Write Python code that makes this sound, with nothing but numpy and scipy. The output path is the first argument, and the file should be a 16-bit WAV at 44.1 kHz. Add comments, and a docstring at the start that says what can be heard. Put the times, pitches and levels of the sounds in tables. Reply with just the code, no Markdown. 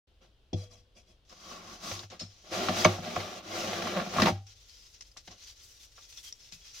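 """Breaking a dome of dried powder

A thin dome is broken by hand on a gritty board, close up, in a very quiet room. A soft bump on the
board sets it humming. Fingers rasp over the crust and shed hissing powder; the rim grinds and rings
the board. The wall caves in, pieces judder in stick and slip and knock down, chips crack off and
ping. At the end a shard is rubbed and snapped between the fingers."""
import sys
import numpy as np
from scipy import signal
from scipy.fft import rfft, irfft
from scipy.io import wavfile

SR = 44100
rng = np.random.default_rng(int(sys.argv[2]) if len(sys.argv) > 2 else 0)


def dump(signal):
    """Clip the signal to [-1, 1] and save it as 16-bit WAV at the path in sys.argv[1]."""
    limited = np.clip(np.atleast_2d(signal).T, -1, 1)
    pcm = np.round(limited * 32767).astype(np.int16)
    wavfile.write(sys.argv[1], SR, pcm)


N = 299880
TIME_S = np.arange(N) / SR
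AGE_S = TIME_S[:SR // 3]

# Spectra (frequency [Hz], level [dB])
ROOM_SPECTRUM = [(20, -11), (45, 0.5), (70, -4.5), (115, -12), (180, -24.5), (500, -21.5), (850, -31),
                 (2200, -36), (3100, -27), (5500, -38), (7500, -47), (16000, -55.5)]
POWDER_SPECTRUM = [(2000, -40.5), (6000, 6.5), (7300, 8.5), (9000, 1), (13000, 0), (16000, -4.5)]
RASP_SPECTRUM = [(150, -40), (900, -14), (1800, -9), (2600, -4.5), (3400, -2.5), (4600, -0.5), (6200, 2),
                 (7000, -8), (8200, -25.5), (16000, -28.5)]
GRIND_SPECTRUM = [(60, -32), (110, -5), (200, -10), (290, -5), (370, 2), (450, -5), (620, 1), (800, -2.5),
                  (950, -13), (1170, -3), (1600, -12.5), (2700, -9.5), (4000, -12), (7000, -34.5)]
CRUNCH_SPECTRUM = [(150, -15.5), (600, 1), (1200, -10), (1700, -4), (2300, -6), (3200, -7), (6300, -15.5),
                   (7300, -29.5), (9000, -32), (16000, -35)]
SNAP_SPECTRUM = [(150, -13), (900, -18.5), (2500, -9.5), (4500, -5.5), (6300, -5), (8000, -17.5),
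                 (10000, -25.5), (16000, -31)]
# Stereo width (frequency [Hz], side re mid [dB])
STEREO_WIDTH = [(60, -14.5), (200, -21), (400, -7.5), (700, -9), (1300, -0.5), (2400, -4), (4400, -3.5),
                (15000, 0)]
# Stereo balance (frequency [Hz], left re right [dB])
STEREO_BALANCE = [(200, 1.5), (400, 2), (700, -1), (1300, -0.6), (2400, -0.5), (4400, 5), (8000, -1),
                  (15000, -2.5)]

# Modes of the board and of a loose wall piece on its rim (frequency [Hz], level [dB], t60 [s])
BOARD_MODES = [(99, 3.5, 0.41), (176, 2.5, 0.18), (223.9, 2.5, 0.11), (352.5, 0.5, 0.15),
               (543, -1.5, 0.056), (620, 0.5, 0.069), (700, -1, 0.046), (778, -22, 0.33), (815, -24, 0.3),
               (918, -13, 0.099), (1112, -4, 0.05), (1180, -4.5, 0.1), (1255, -19, 0.13), (1620, -3, 0.036),
               (2230, -2, 0.041)]
WALL_MODES = [(185, 2, .032), (575, 4, .024), (1110, -7, .018), (1580, -6, .006), (3000, -10, .002)]
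# Modes of the dome and of the side levered off it (frequency [Hz], width [Hz], level [dB])
DOME_MODES = [(2450, 120, -9.5), (2640, 210, -5.5), (3346, 80, 4.5), (4112, 170, -3), (4870, 68, 2.5),
              (5250, 200, -3.5), (5673, 130, 0), (6170, 70, -6.5)]
SIDE_PIECE_MODES = [(178, 35, -7), (1120, 130, -3.5)]
# How freely the dome rings as it is gripped and broken (time [s], share [0-1])
DOME_FREEDOM = [(0, 0.24), (.53, 0.84), (1.15, 0.94), (1.3, 0.18), (4.4, 0.18), (5.9, 0), (6.2, 0.31),
                (6.8, 0.11)]

# Long pushes of the hand (time [s], rasp [dB], grinding [dB])
PUSH_PRY = [(1.25, -73, -79), (1.27, -72, -92), (1.329, -59, -54), (1.345, -62.5, -68), (1.52, -50, -50),
            (1.614, -59.5, -55), (1.734, -52, -52), (1.796, -59.5, -61), (1.846, -45.5, -47.5),
            (1.908, -42, -46), (2.046, -55.5, -59.5), (2.075, -70, -72)]   # one side is levered off
PUSH_PRESS = [(2.44, -66, -60), (2.506, -53.5, -55.5), (2.518, -47.5, -42), (2.538, -42, -35),
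              (2.73, -44.5, -36), (2.795, -35.5, -35), (2.835, -39, -35.5)]   # the wall is loaded until it caves in
PUSH_SPREAD = [(2.89, -46.5, -35.5), (2.91, -45, -37.5), (3.02, -54.5, -50.5), (3.042, -50, -42),
               (3.154, -48.5, -41.5), (3.162, -46.5, -37), (3.254, -50.5, -43.5), (3.388, -51.5, -46.5),
               (3.42, -69, -52)]   # the fallen wall is pushed flat
PUSH_SHOVE = [(3.43, -58.5, -53.5), (3.555, -42.5, -37.5), (3.948, -48.5, -38.5), (3.972, -48, -34.5),
              (4.04, -51, -43), (4.112, -49.5, -44.5), (4.171, -43, -34.5)]   # the back wall slides until it topples
PUSH_SETTLE = [(4.294, -41.5, -32.5), (4.323, -54, -46.5), (4.441, -75, -74)]   # its pieces come to rest
# Short scrapes of crust on the board (time [s], length [s], rasp [dB], grinding [dB])
BOARD_SCRAPES = [(0.2, 0.051, -72, -62), (0.545, 0.097, -57, -54.5), (0.695, 0.05, -60.5, -56),
                 (0.755, 0.053, -75, -76), (0.945, 0.043, -61, -57.5), (1.055, 0.062, -69.5, -65),
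                 (2.095, 0.046, -68, -51.5), (2.195, 0.012, -53, -51), (2.285, 0.18, -64, -74.5),
                 (5.29, 0.029, -54, -58)]
# Finger rubs on the held shard (time [s], length [s], rasp [dB], powder [dB], patch pitch [Hz])
SHARD_RUBS = [(4.453, 0.073, -59.5, -79, 5630), (4.544, 0.12, -65, -77, 3540),
              (4.667, 0.2, -61, -72.5, 5100), (4.925, 0.032, -58.5, -76, 5450),
              (5.03, 0.027, -67, -80, 4170), (5.361, 0.059, -60, -78, 4210),
              (5.406, 0.043, -56.5, -67.5, 6000), (5.455, 0.054, -54.5, -65, 4590),
              (5.544, 0.073, -63.5, -71.5, 6100), (5.611, 0.05, -61, -65, 4880),
              (5.669, 0.11, -64, -68, 5670), (5.785, 0.06, -60.5, -65.5, 3500),
              (5.943, 0.11, -60, -71, 5580), (6.072, 0.087, -58.5, -64.5, 6000),
              (6.157, 0.041, -56, -60, 3550), (6.222, 0.068, -52, -57.5, 3210),
              (6.381, 0.11, -59.5, -73, 5400), (6.512, 0.03, -53.5, -61, 2580),
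              (6.599, 0.066, -60.5, -78.5, 3300), (6.637, 0.089, -59, -71, 5570),
              (6.728, 0.086, -50.5, -60.5, 6220)]
# Back wall juddering before it topples (time [s], slip rate [1/s], level [dB])
WALL_JUDDER = [(3.948, 201, -42), (3.97, 196, -27), (3.992, 175, -29), (4.009, 174, -41),
               (4.02, 230, -34.5), (4.04, 156, -43)]
# Soft bump on the board (time [s], level [dB], pitch [Hz])
BUMP_CONTACTS = [(0.529, -26.5, 310), (0.531, -38, 680), (0.531, -24.5, 168.7), (0.534, -28, 495),
                 (0.539, -27, 95.6)]
# Chips snapping off (time [s], level [dB], decay [s], chip pitch [Hz], chip ring [dB])
CHIP_SNAPS = [(0.531, -52, 0.012, 3375, 11.5), (1.295, -57, 0.014, 5250, 9),
              (1.992, -40.5, 0.0058, 3660, 8), (2.1, -51, 0.04, 3640, 4), (2.194, -49.5, 0.046, 5340, 19),
              (2.197, -50.5, 0.025, 4390, 21), (2.685, -35.5, 0.0025, 1781, 30.5),
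              (2.845, -29.5, 0.006, 6240, 18.5), (2.849, -24, 0.00081, 3000, 24),
              (3.161, -43, 0.0048, 2420, 28), (4.22, -26, 0.0014, 4490, 20.5),
              (4.232, -26, 0.0018, 3730, 1.5), (4.467, -54, 0.0057, 5600, 3),
              (4.695, -58, 0.0031, 4495, 20), (5.008, -43.5, 0.006, 5200, 11.5),
              (5.021, -48.5, 0.0054, 5600, 9), (5.115, -63.5, 0.0056, 4960, 19),
              (5.17, -45, 0.016, 5560, -1.5), (5.274, -48, 0.012, 3210, -11.5),
              (5.314, -52, 0.004, 4330, 7.5), (5.476, -63, 0.0035, 4740, 7), (6.023, -59, 0.0061, 3500, 19),
              (6.124, -52, 0.009, 3540, 7), (6.173, -49, 0.0077, 5670, 14.5),
              (6.181, -61, 0.0071, 3530, 24), (6.325, -38.5, 0.0015, 5520, 19),
              (6.445, -55, 0.0038, 3180, 3), (6.522, -44, 0.012, 4770, -12)]
# Pieces landing (time [s], clack [dB], clack pitch [Hz], thud [dB], thud pitch [Hz], crunch [dB])
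PIECE_KNOCKS = [(1.513, -44, 1110, -46, 203, -57), (1.912, -32.5, 810, -37, 98, -33),
                (2.03, -70, 590, -45.5, 99, -43.5), (2.125, -44, 554, -48.5, 176, -67),
                (2.211, -42.5, 583, -37.5, 170, -71), (2.224, -76, 600, -43.5, 96.3, -68),
                (2.685, -18, 1260, -22, 185.2, -24.5), (2.694, -21.5, 620, -30, 195, -52),
                (2.848, -6, 2220, -18.5, 370, -19), (2.849, -7.5, 1084, -15, 171.7, -23.5),
                (2.852, -8.5, 606, -26, 104.5, -41), (2.859, -20.5, 973, -21, 351, -37.5),
                (2.985, -31, 682.7, -30.5, 158.5, -55), (3.066, -34, 700, -35.5, 176, -66),
                (3.163, -23.5, 1152, -32, 160, -39), (3.166, -21, 682, -38, 99, -54),
                (3.2, -48.5, 1020, -62, 103, -31.5), (3.636, -31, 620, -38.5, 214, -54),
                (3.73, -30, 700, -53, 212, -30), (3.82, -43, 820, -36, 193.5, -29.5),
                (3.871, -28, 1060, -37, 200, -28), (3.999, -20.5, 1460, -38, 189, -52),
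                (4.064, -30.5, 700, -34.5, 195, -53), (4.138, -31.5, 905.4, -34.5, 197, -40),
                (4.164, -22, 806.4, -30.5, 176, -52), (4.184, -14, 1120, -18, 204, -42),
                (4.198, -15.5, 1180, -40, 197, -22), (4.218, -22.5, 1550, -15.5, 210, -17),
                (4.233, -21, 386, -16.5, 209, -25), (4.257, -19, 1050, -24.5, 198, -21),
                (4.269, -12.5, 930, -23, 296, -29), (4.283, -14.5, 774, -23.5, 176, -28),
                (4.314, -38, 700, -33, 99, -67), (5.165, -46.5, 1077, -70, 198.3, -52),
                (5.276, -56, 812, -48, 185, -43.5), (5.979, -43, 1353, -76, 198, -53),
                (6.521, -67, 700, -48, 154, -68.5)]

CHIP_WIDTH_HZ, RUB_RELEASE_S, MODE_SWING_DB = 170, 0.022, 5


def from_db(db):
    """Decibels to gain."""
    return 10 ** (np.asarray(db) / 20)


def unit_mid(x):
    """Scale a (mid, side) pair to mid rms 1."""
    return x / np.sqrt(np.mean(x[0] ** 2) + 1e-20)


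def add(track, start_s, sound):
    """Mix a short sound into a track."""
    part = track[..., round(start_s * SR):][..., :sound.shape[-1]]
    part += sound[..., :part.shape[-1]]


def gain_curve(times_s, levels_db):
    """Gain through the given points, zero outside them."""
    return from_db(np.interp(TIME_S, times_s, levels_db, left=-np.inf, right=-np.inf))


def low_passed(x, hz, order=2):
    """Butterworth low-pass."""
    return signal.sosfilt(signal.butter(order, hz, fs=SR, output="sos"), x)


def coloured(x, spectrum):
    """Minimum-phase filter of the given (Hz, dB) shape."""
    size = 8192
    hz, db = np.transpose(spectrum)
    grid_hz = np.maximum(np.arange(size // 2 + 1) * SR / size, 1)
    cepstrum = irfft(np.log(from_db(np.interp(np.log(grid_hz), np.log(hz), db))))
    cepstrum[1:size // 2] *= 2
    cepstrum[size // 2 + 1:] = 0
    response = irfft(np.exp(rfft(cepstrum)))[:size // 2]
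    return signal.oaconvolve(x, response if x.ndim == 1 else response[None], axes=-1)[..., :N]


def drift(rate_hz):
    """Slow random curve, standard deviation 1."""
    step = 40
    r = np.exp(-2 * np.pi * rate_hz * step / SR)
    slow = signal.lfilter([1], [1, -2 * r, r * r], rng.standard_normal(2 * N // step))[N // step:]
    return np.interp(np.arange(N) / step, np.arange(len(slow)), slow / slow.std())


def wandering(x, depth, rate_hz):
    """Let the pitch stray by the share `depth`."""
    position = np.cumsum(1 + depth * drift(rate_hz)) % N
    return np.array([np.interp(position, np.arange(N), channel) for channel in x])


def ring(clicks, hz, t60_s):
    """Mode that rings at height 1 after a unit click."""
    r, w = np.exp(-np.log(1000) / (t60_s * SR)), 2 * np.pi * hz / SR
    return signal.lfilter([.5, 0, -.5], [1, -2 * r * np.cos(w), r * r], clicks + 1e-18)


def resonance(x, hz, width_hz):
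    """Band-pass, peak gain 1."""
    r, w = np.exp(-np.pi * width_hz / SR), 2 * np.pi * hz / SR
    zeros = np.array([1, 0, -1]) * (1 - r * r) / 2
    return signal.lfilter(zeros, [1, -2 * r * np.cos(w), r * r], x + 1e-18)


def grains(per_s, spread_db):
    """Tiny fractures of uneven size at random times, as (mid, side)."""
    sizes = from_db(spread_db * np.minimum(rng.exponential(1, (2, N)), 4))
    return unit_mid(sizes * rng.choice([-1, 1], (2, N)) * (rng.random((2, N)) < per_s / SR))


def burst(decay_s, rise_s):
    """Contact envelope: quick rise, exponential decay."""
    return (1 - np.exp(-AGE_S / rise_s)) * np.exp(-AGE_S / decay_s)


def stroke(length_s, release_s, attack_s=0.028):
    """Stroke envelope: swell, hold, release."""
    age_s = TIME_S[:SR]
    swell = np.sin(np.pi / 2 * np.minimum(age_s / attack_s, 1)) ** 2
    return swell * np.exp(-np.maximum(age_s - length_s, 0) / release_s)


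def stroke_gains(rows, release_s):
    """Two gain curves from the two level columns of a stroke table."""
    gains = np.zeros((2, N))
    for start_s, length_s, first_db, second_db, *_ in rows:
        add(gains, start_s, from_db([[first_db], [second_db]]) * stroke(length_s, release_s))
    return gains


def freedom():
    """Dome's freedom to ring: 0 damped, 1 free."""
    return np.clip(np.interp(TIME_S, *np.transpose(DOME_FREEDOM)), 0, 1)


def room_tone():
    """Steady noise of the room, mostly rumble."""
    return unit_mid(coloured(rng.standard_normal((2, N)), ROOM_SPECTRUM))


def reflections(x, decay_s):
    """Spray of room echoes, unit energy, different for mid and side."""
    echoes = rng.standard_normal((2, len(AGE_S))) * burst(decay_s, rise_s=0.0033)
    echoes /= np.sqrt(np.sum(echoes ** 2, axis=1, keepdims=True))
    return signal.oaconvolve(x[None], echoes, axes=1)[:, :N]


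def powder_hiss():
    """Fine powder sheds in puffs."""
    hiss = unit_mid(coloured(grains(per_s=87000, spread_db=-11.5), POWDER_SPECTRUM))
    return hiss * from_db(1.1 * drift(rate_hz=15))


def crumbs():
    """Loose crumbs tick at random, each at a pitch set by its size."""
    pitches_hz = np.geomspace(3000, 6460, 10)
    ticks = grains(per_s=180, spread_db=3.5)
    size_class = rng.integers(len(pitches_hz), size=N)
    pings = (resonance(ticks * (size_class == k), hz, CHIP_WIDTH_HZ) for k, hz in enumerate(pitches_hz))
    return unit_mid(sum(pings))


def crust_rasp(free):
    """Grains shear off under the fingers and ring the dome as far as it is free."""
    crust = grains(per_s=6500, spread_db=1)
    crust += from_db(-14) * grains(per_s=38, spread_db=-3.5)   # occasional coarse crumb
    # The contact wanders, so each mode swells on its own.
    dome = sum(resonance(crust, hz, width_hz) * from_db(db + MODE_SWING_DB * np.tanh(drift(rate_hz=21)))
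               for hz, width_hz, db in DOME_MODES)
    dome = wandering(dome, depth=0.038 * (1 - free), rate_hz=4.5)   # changes of hold shift the modes
    damped = unit_mid(coloured(crust, RASP_SPECTRUM))
    rasp = np.sqrt(1 - free) * damped + np.sqrt(free) * unit_mid(dome)
    return rasp + from_db(-10.5) * (1 - free) * crumbs()


def crunches():
    """Lumps collapse at random, each in a short volley of grains."""
    lumps = np.abs(grains(per_s=110, spread_db=1.5)[0])
    volleys = signal.oaconvolve(lumps, burst(decay_s=0.009, rise_s=0.00063))[:N]
    return unit_mid(coloured(grains(per_s=24000, spread_db=-1.5) * volleys, CRUNCH_SPECTRUM))


def rim_grinding(free, grind_gain, full_load_db=-30.5):
    """Grit under the rim shakes the board; lumps crunch as the load grows."""
    grit = grains(per_s=2800, spread_db=-1.5)
    board = 0
    for k, (hz, db, t60_s) in enumerate(BOARD_MODES[1:]):
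        softness_db = -14 * free * np.clip(np.log2(hz / 700), 0, 1)   # light strokes miss high modes
        swing_db = MODE_SWING_DB * np.tanh(drift(rate_hz=16))
        drive = grit * from_db(db + softness_db + swing_db)
        board += ring(drive, hz, t60_s) * (-1) ** k / np.sqrt(t60_s)
    board = wandering(board, depth=0.045 * (1 - free), rate_hz=3)   # sliding pieces shift the load
    load = np.minimum(grind_gain / from_db(full_load_db), 1)
    scratch = from_db(1) * unit_mid(coloured(grit, GRIND_SPECTRUM))
    crunch = from_db(-1) * load * crunches()
    hum_hz, _, hum_t60_s = BOARD_MODES[0]
    hum = from_db(-14) * unit_mid(ring(grit, hum_hz, hum_t60_s))
    return (1 - free) * (scratch + crunch) + from_db(-3) * unit_mid(board) + hum


def hand_gains(grip_from_s=1.29, shard_from_s=4.6):
    """Rasp, grinding and powder gains: power sums of pushes, strokes and the chafing grip."""
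    push = np.zeros((2, N))
    for rows in (PUSH_PRY, np.vstack([PUSH_PRESS, PUSH_SPREAD, PUSH_SHOVE, PUSH_SETTLE])):
        times_s, *levels_db = np.transpose(rows)
        push += [gain_curve(times_s, db) for db in levels_db]
    push_rasp, push_grind = push
    scrape_rasp, scrape_grind = stroke_gains(BOARD_SCRAPES, release_s=0.028)
    rub_rasp, rub_powder = stroke_gains(SHARD_RUBS, RUB_RELEASE_S)
    chafe = from_db(3 * drift(rate_hz=19))
    grip, shard = chafe * (TIME_S > grip_from_s), chafe * (TIME_S > shard_from_s)
    rasp = [from_db(-0.5) * push_rasp, scrape_rasp, rub_rasp,
            from_db(-72.5) * grip, from_db(-70) * shard]
    grind = [from_db(-1) * push_grind, scrape_grind]
    growth = 1.31   # powder grows faster than rasp with force
    powder = [from_db(1.5) * push_rasp ** growth, from_db(-12) * scrape_rasp ** growth, rub_powder,
              from_db(-83.5) * grip, from_db(-77) * shard]
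    return [np.linalg.norm(parts, axis=0) for parts in (rasp, grind, powder)]


def rubbing():
    """Stick-slip friction driven by the hand: rasp, grinding and powder hiss."""
    rasp_gain, grind_gain, powder_gain = hand_gains()
    free = freedom()
    friction = rasp_gain * crust_rasp(free)
    friction += grind_gain * rim_grinding(free, grind_gain)
    friction += powder_gain * powder_hiss()
    return friction * from_db(0.39 * drift(rate_hz=36))


def side_piece():
    """Grit under the levered-off side rings it lightly."""
    times_s, _, grind_db = np.transpose(PUSH_PRY)
    grit = grains(per_s=2500, spread_db=1.5)
    body = sum(from_db(db) * unit_mid(resonance(grit, hz, width_hz))
               for hz, width_hz, db in SIDE_PIECE_MODES)
    return body * gain_curve(times_s, grind_db)


def shard_rings(ring_db=-5.5):
    """Each rub rings another patch of the shard at its own pitch."""
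    grit, out = grains(per_s=550, spread_db=2.5), np.zeros((2, N))
    for start_s, length_s, rasp_db, _, hz in SHARD_RUBS:
        drive = np.roll(grit, -round(start_s * SR), axis=1)[:, :SR]
        patch = unit_mid(resonance(drive, hz, width_hz=73))
        add(out, start_s, from_db(rasp_db + ring_db) * patch * stroke(length_s, RUB_RELEASE_S))
    return out


def judder(jitter=0.034, side_db=-17):
    """The rim catches and slips in a quick run; each slip rings the wall: a short dull groan."""
    times_s, slips_per_s, levels_db = np.transpose(WALL_JUDDER)
    rate_hz = np.interp(TIME_S, times_s, slips_per_s) * (1 + jitter * drift(rate_hz=79))
    cycles = np.cumsum(rate_hz * (TIME_S > times_s[0])) / SR
    slips = np.diff(np.floor(cycles), prepend=0) * gain_curve(times_s, levels_db)
    slips = low_passed(slips + 1e-18, hz=1900)   # powder cushions each slip
    modes = np.array([ring(slips * from_db(db + 0.73 * drift(rate_hz=65)), hz, t60_s)
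                      for hz, db, t60_s in WALL_MODES])
    side = modes[::2].sum(axis=0) - modes[1::2].sum(axis=0)
    return np.array([modes.sum(axis=0), from_db(side_db) * side])


def struck_board(contacts, rise_cycles=1.2, decay_cycles=5.2):
    """Each contact (s, dB, Hz) rings briefly at its pitch and drives the board modes near it."""
    body = np.zeros((2, N))
    for start_s, db, hz in contacts:
        phase = 2 * np.pi * hz * AGE_S
        swell = 1 - np.exp(-(AGE_S / min(rise_cycles / hz, 0.003)) ** 2)
        wave = np.array([np.cos(phase), np.sin(phase - 0.45)])   # side lags mid
        add(body, start_s, from_db(db - 6) * swell * np.exp(-hz * AGE_S / decay_cycles) * wave)
    times_s, levels_db, pitches_hz = np.transpose(contacts)
    spot = rng.standard_normal((len(contacts), 2, len(BOARD_MODES)))   # landing spot weights each mode
    for k, (hz, db, t60_s) in enumerate(BOARD_MODES):
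        octaves = np.abs(np.log2(hz / pitches_hz))
        strength = from_db(levels_db + db - 6 - 10 * octaves - 2.6 * octaves ** 2 + 2 * spot[:, 0, k])
        clicks = np.zeros((2, N))
        clicks[:, np.round(times_s * SR).astype(int)] = strength, strength * spot[:, 1, k]
        body += ring(resonance(clicks, hz, width_hz=hz), hz, t60_s)   # crumbly edges land softly
    return body


def bump():
    """A padded knock on the board: a dull thud, then the hollow dome hums on."""
    thud = struck_board(BUMP_CONTACTS)
    hum = ring(from_db(-47.5) * signal.unit_impulse(SR), hz=490, t60_s=0.64)
    add(thud[0], BUMP_CONTACTS[0][0], hum)
    return low_passed(thud, hz=870, order=6)


def snaps(dome_ring_db=16):
    """A crack is a volley of grains; it rings the freed chip, and the dome while that is free."""
    volley, out = grains(per_s=31000, spread_db=-0.5), np.zeros((2, N))
    for start_s, db, decay_s, hz, ring_db in CHIP_SNAPS:
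        fractures = np.roll(volley, -round(start_s * SR), axis=1)[:, :len(AGE_S)]
        crack = from_db(db) * fractures * burst(decay_s, rise_s=0.0003)
        crack = low_passed(crack, min(2.1 * hz, SR / 2 - 1000))   # large chips are duller
        width_hz = min(CHIP_WIDTH_HZ, 1.3 / decay_s)   # long crack, purer ping
        add(out, start_s, crack + from_db(ring_db) * resonance(crack, hz, width_hz))
    drive = out * freedom() ** 2
    out += sum(from_db(dome_ring_db + db) * resonance(drive, hz, width_hz)
               for hz, width_hz, db in DOME_MODES)
    return coloured(out, SNAP_SPECTRUM) / coloured(volley[0], SNAP_SPECTRUM).std()


def knocks(thud_lag_s=0.006, side_db=-4):
    """A piece lands edge first with a clack and crumbles; its weight follows with a thud."""
    clacks, thuds, crumbling = [], [], np.zeros(N)
    for start_s, clack_db, clack_hz, thud_db, thud_hz, crunch_db in PIECE_KNOCKS:
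        clacks.append((start_s, clack_db, clack_hz))
        thuds.append((start_s + thud_lag_s, thud_db, thud_hz))
        add(crumbling, start_s, from_db(crunch_db) * burst(decay_s=0.0081, rise_s=0.002))
    chips = grains(per_s=17000, spread_db=0.5)
    crunch = coloured(chips * crumbling, CRUNCH_SPECTRUM) / coloured(chips[0], CRUNCH_SPECTRUM).std()
    return (struck_board(clacks + thuds) + crunch) * from_db([[0], [side_db]])


def scene():
    """Close sources and a faint room, mixed as (mid, side), returned as (left, right)."""
    direct = rubbing() + side_piece() + judder() + shard_rings() + bump() + knocks() + snaps()
    room = from_db(-10.5) * reflections(direct[0], decay_s=0.0082)
    mid, side = direct + room + from_db(-64.5) * room_tone()
    side = coloured(side, STEREO_WIDTH)
    left = coloured(mid + side, [(hz, db / 2) for hz, db in STEREO_BALANCE])
    right = coloured(mid - side, [(hz, -db / 2) for hz, db in STEREO_BALANCE])
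    return np.array([left, right])


def record(dry):
    """Brief silence, quick fade-in, steep treble cut."""
    silence_s, fade_s, cutoff_hz = 0.07, 0.005, 15800
    fade_in = np.clip((TIME_S - silence_s) / fade_s, 0, 1)
    return signal.sosfilt(signal.ellip(10, 0.1, 80, cutoff_hz, fs=SR, output="sos"), dry * fade_in)


dry = scene()
out = record(dry)
dump(out)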